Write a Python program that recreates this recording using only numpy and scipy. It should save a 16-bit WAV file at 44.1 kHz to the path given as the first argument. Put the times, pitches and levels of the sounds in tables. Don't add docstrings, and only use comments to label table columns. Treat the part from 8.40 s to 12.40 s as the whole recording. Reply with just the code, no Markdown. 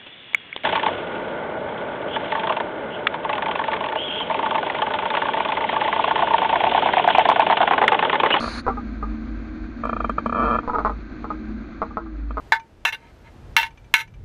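import sys
import numpy as np
from scipy import signal
from scipy.fft import rfft, irfft, next_fast_len
from scipy.io import wavfile
from scipy.ndimage import map_coordinates

SR = 44100
rng = np.random.default_rng(int(sys.argv[2]) if len(sys.argv) > 2 else 0)


def master(y):
    cut = np.clip(np.atleast_2d(y).T, -1, 1)
    pcm = np.round(cut * 32767)
    wavfile.write(sys.argv[1], SR, pcm.astype(np.int16))


N = 176400


def amp(db):
    return 10 ** (np.asarray(db) / 20)


def unit(x):
    return x / np.sqrt(np.mean(x ** 2) + 1e-20)


def along(points, hz):
    knots_hz, values = np.transpose(points)
    return np.interp(np.log(hz + 1), np.log(knots_hz + 1), values)


def curve(rows):
    return np.interp(np.arange(N) / SR, *np.transpose(rows))


def wobble(rate):
    return map_coordinates(rng.standard_normal(4096), [np.arange(N) * rate / SR], mode="wrap")


def coloured(x, points):
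    size = 2 * next_fast_len(len(x) // 2 + 4096)
    gain = amp(along(points, np.fft.rfftfreq(size, 1 / SR)))
    cepstrum = irfft(np.log(gain), size)
    cepstrum[1:size // 2] *= 2
    cepstrum[size // 2 + 1:] = 0
    return irfft(rfft(x, size) * np.exp(rfft(cepstrum)), size)[:len(x)]


def noise(points):
    return unit(coloured(rng.standard_normal(N), points))


def add(track, start_s, sound):
    i = max(round(start_s * SR), 0)
    track[i:i + len(sound)] += sound[:max(N - i, 0)]


# frequency in Hz, relative noise density in dB.
HISS_COLOUR = [(900, -7.5), (1500, -1), (1900, -10), (2450, -9), (3200, -24.5), (4300, -2), (5500, -25.5),
               (6500, -19.5), (7900, -39), (9600, -25), (11500, -47)]

def hiss(level_db=-34, end_s=0.2254, fade_s=0.028):
    gate = np.clip((end_s - np.arange(N) / SR) / fade_s, 0, 1)
    return amp(level_db) * gate ** 2 * noise(HISS_COLOUR)


# time in seconds, turns per second.
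CRANK_SPEED = [(0, 26.0), (1.4, 29.2), (2.5, 30.2), (2.8, 31.3), (3.15, 30.9), (3.62, 27.7), (3.9, 23.5),
               (4, 23.2)]
# frequency in Hz, gain in dB.
EXHAUST_RESPONSE = [(26, -13.5), (54, -4.5), (82, 0.5), (110, -35.5), (190, -27.5), (218, 9), (245, 2.5),
                    (275, -30.5), (310, 6), (350, -9.5), (400, -31)]
# time in seconds, relative level in dB.
DRONE_LEVEL = [(.7, -36), (1.3, -39), (2.1, -32.5), (2.7, -46), (3.1, -37), (3.55, -40.5), (3.8, -59.5)]
# time in seconds, level in dB.
WHINE_LEVEL = [(3.52, -48), (3.63, -34), (3.93, -43), (4, -32)]

def engine(drone_db=1.5):
    speed = curve(CRANK_SPEED) * (1 + 0.0023 * wobble(6.8))
    angle = 2 * np.pi * np.cumsum(speed) / SR
    orders = np.zeros(N)
    for order in range(1, 19):
        gain = amp(along(EXHAUST_RESPONSE, order * speed) + 3.5 * wobble(5.1))
        phase = 2 * np.pi * rng.random() + 0.17 * wobble(15)
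        orders += gain * np.sin(order * angle + phase)
    whine = amp(curve(WHINE_LEVEL)) * np.sin(12 * angle)
    return amp(curve(DRONE_LEVEL) + drone_db) * unit(orders) + whine


# time in seconds, level in dB.
BOOM_LEVEL = [(.18, -49), (.33, -32), (1.09, -33.5), (1.25, -39.5), (1.7, -31.5), (1.92, -40),
              (2.08, -27.5), (2.3, -47), (2.5, -28.5), (2.68, -43.5), (3.2, -35.5), (3.43, -54),
              (3.84, -27), (4, -29)]
# frequency in Hz, relative noise density in dB.
ROLLING_COLOUR = [(30, -6), (45, 9), (90, -1), (170, -8), (235, 5.5), (320, 1.5), (400, -15), (700, -14.5),
                  (900, -21.5), (1250, -14.5), (1480, -15), (1750, -21), (2400, -21.5), (2900, -35.5),
                  (4300, -30.5), (5200, -47.5), (6400, -43), (7400, -54.5), (8200, -76)]
# time in seconds, level in dB.
ROLLING_LEVEL = [(0, -35), (3.3, -36.5), (3.7, -41)]

def road(boom_hz=52.06):
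    resonance = np.sin(2 * np.pi * boom_hz * np.arange(N) / SR + 0.5 * wobble(5))
    rolling = amp(curve(ROLLING_LEVEL) + wobble(25.03)) * noise(ROLLING_COLOUR)
    boom = amp(curve(BOOM_LEVEL) + wobble(7.2)) * unit(resonance)
    return boom + rolling


# time in seconds, level in dB.
HUM_LEVEL = [(.38, -53.5), (1.1, -55.5), (2.9, -58), (3.28, -51), (3.45, -60)]

def hum(centre_hz=1575, waver=0.012):
    hz = centre_hz * (1 + waver * wobble(9))
    tone = np.sin(2 * np.pi * np.cumsum(hz) / SR)
    return amp(curve(HUM_LEVEL)) * unit(wobble(70) * tone)


# frequency in Hz, level in dB, seconds to fall 60 dB.
JOINT_MODES = [(224.6, -8.5, 0.1), (463, -14.5, 0.055), (644, 2.5, 0.017), (966, -5, .025),
               (1187, -0.5, 0.036), (1316, 2.5, 0.023), (1400, -5, 0.027), (1723, -16, 0.042),
               (2388, -18.5, 0.046), (2570, -28, 0.039), (3163, -31.5, 0.079)]

def joint_snap(attack_s=0.0014, scatter_db=1, detune=0.008):
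    t = np.arange(SR // 6) / SR
    hz, db, t60 = np.transpose(JOINT_MODES)[:, :, None]
    pitch = 1 + detune * rng.standard_normal()
    sign = (-1) ** np.arange(len(hz))[:, None]
    gain = sign * amp(db + scatter_db * rng.standard_normal(hz.shape))
    modes = gain * amp(-60 * t / t60) * np.sin(2 * np.pi * hz * pitch * t)
    return modes.sum(0) * (1 - np.exp(-t / attack_s)) ** 2


# time in seconds, relative level in dB.
SINGLE_SNAPS = [(.0075, -18), (.0283, -19), (.0419, -16), (.0602, -20), (.0789, -17.5), (1.4373, -16),
                (1.4543, -14.5), (1.4712, -20.5), (1.4952, -13), (1.5311, -14), (1.5665, -16),
                (1.6049, -13), (1.6458, -11), (1.6962, -11), (1.7835, -10), (1.8613, -10.5),
                (1.8962, -16.5), (1.9262, -13), (2.1878, -12), (3.908, -23)]
# frequency in Hz, relative noise density in dB.
GRIT_COLOUR = [(200, 5), (1300, 0.5), (1900, -12.5), (2500, -17.5), (3000, -28), (4400, -20.5), (6500, -63)]

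def creak(ring_db=-0.5, lead_s=0.001894, give_db=-10.5, give_s=0.00213, grit_db=-23, grit_t60_s=0.12):
    slips = list(SINGLE_SNAPS) + rasp_slips()
    ringing, grit_power = np.zeros(N), np.zeros(N)
    age = np.arange(SR // 6) / SR
    grit = noise(GRIT_COLOUR)
    for at, db in slips:
        snap = amp(db + ring_db) * joint_snap()
        snap_at = at - lead_s
        add(ringing, snap_at, snap)
        add(ringing, snap_at - give_s * rng.uniform(0.73, 1.343), amp(give_db) * snap)
        add(grit_power, at, amp(db + grit_db - 60 * age / grit_t60_s) ** 2)
    return ringing + np.sqrt(grit_power) * grit


# frequency in Hz, lift over the direct sound in dB, seconds to fall 60 dB.
PANEL_MODES = [(461, 18, .17), (636, 2.5, 0.037), (855, -5.5, 0.056), (980, -1, 0.16), (1236, -2.5, 0.27),
               (1590, -7, 0.047)]

def underbody(t, tail_db=-1.5, tail_t60_s=0.12):
    hz, lift_db, t60 = np.transpose(PANEL_MODES)[:, :, None]
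    loss = np.log(1000) / t60
    modes = amp(lift_db) * 2 * loss / SR * np.exp(-loss * t) * np.cos(2 * np.pi * hz * t)
    tail = rng.standard_normal(len(t)) * amp(-60 * t / tail_t60_s)
    return (t == 0) + modes.sum(0) + amp(tail_db) * tail / np.linalg.norm(tail)


# start in seconds, length in seconds, level in dB, opening slip rate in Hz.
RUBBER_GROANS = [(.266, .013, -20, 500), (0.2798, 0.025, -19, 399.7), (0.372, 0.019, -29, 412),
                 (0.627, 0.019, -26.5, 419), (2.233, .024, -37, 232), (2.277, 0.017, -22.5, 506),
                 (2.297, 0.0071, -20.5, 431.6), (2.3335, 0.03, -23, 484), (2.3489, .014, -19.5, 422.6),
                 (2.385, 0.02, -20.5, 211.7), (2.449, 0.031, -18, 216.6), (2.496, 0.01, -24.5, 212.8),
                 (2.8435, 0.0098, -27.5, 212), (2.904, 0.012, -23, 213), (3.4179, .018, -20.5, 216.4),
                 (3.506, 0.012, -38, 404), (3.571, 0.016, -22.5, 212.6), (3.661, 0.01, -41.5, 407),
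                 (3.971, 0.017, -23, 210.7)]
# frequency in Hz, gain in dB.
SLIP_COLOUR = [(100, -6), (450, -7.5), (1000, 0.5), (1300, 6), (1580, -15.5), (1750, -21.5), (1950, -18.5),
               (3000, -38.5), (4300, -38.5), (8500, -70.5)]

def groans(jitter=0.025, scatter_db=1.5, scuff_db=-11, fade_db=6.5, release_s=0.0013):
    out, t, slip = np.zeros(N), np.arange(SR // 5) / SR, np.arange(24)
    for start, length, db, start_hz in RUBBER_GROANS:
        rate = np.interp(slip / start_hz, [0, length], [start_hz, 0.955 * start_hz])
        period = (1 + jitter * rng.standard_normal(len(slip))) / rate
        strength = amp(scatter_db * rng.standard_normal(len(slip))) * (1 - 0.34 * (slip % 2))
        onsets = np.round((np.cumsum(period) - period) * SR).astype(int)
        pulses = np.bincount(onsets, strength, len(t))
        scuff = amp(scuff_db) * np.sqrt(start_hz / SR) * rng.standard_normal(len(t))
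        grip = amp(-fade_db * t / length) * np.exp(-np.maximum(t - length, 0) / release_s)
        ringing = signal.fftconvolve((pulses + scuff) * grip, underbody(t))[:len(t)]
        groan = coloured(ringing, SLIP_COLOUR)
        power = np.sum(groan ** 2) / ((length + release_s) * SR)
        add(out, start, amp(db) * groan / np.sqrt(power))
    return out


# time in seconds, slips per second, relative level in dB.
RASP_COURSE = [(1.9474, 82.3, -14.5), (1.98, 110, -14.5), (2.043, 165, -13.5), (2.072, 132, -15),
               (2.136, 110, -13.5), (2.163, 125, -13)]

def rasp_slips(jitter_s=0.00029, scatter_db=0.8):
    knots_s, rate, level_db = np.transpose(RASP_COURSE)
    t = np.arange(knots_s[0], knots_s[-1], 1 / SR)
    count = np.cumsum(np.interp(t, knots_s, rate)) / SR
    times = np.interp(np.arange(int(count[-1]) + 1), count, t)
    late, louder = rng.standard_normal((64, 2))[:len(times)].T
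    levels = np.interp(times, knots_s, level_db) + scatter_db * louder
    return list(zip(times + jitter_s * late, levels))


def scene():
    background = engine() + road() + hum()
    return (background + hiss() + groans() + creak())[None]


def record(dry, top_hz=11700):
    return signal.sosfilt(signal.ellip(10, 0.1, 90, top_hz, fs=SR, output="sos"), dry)


dry = scene()
out = record(dry)
master(out)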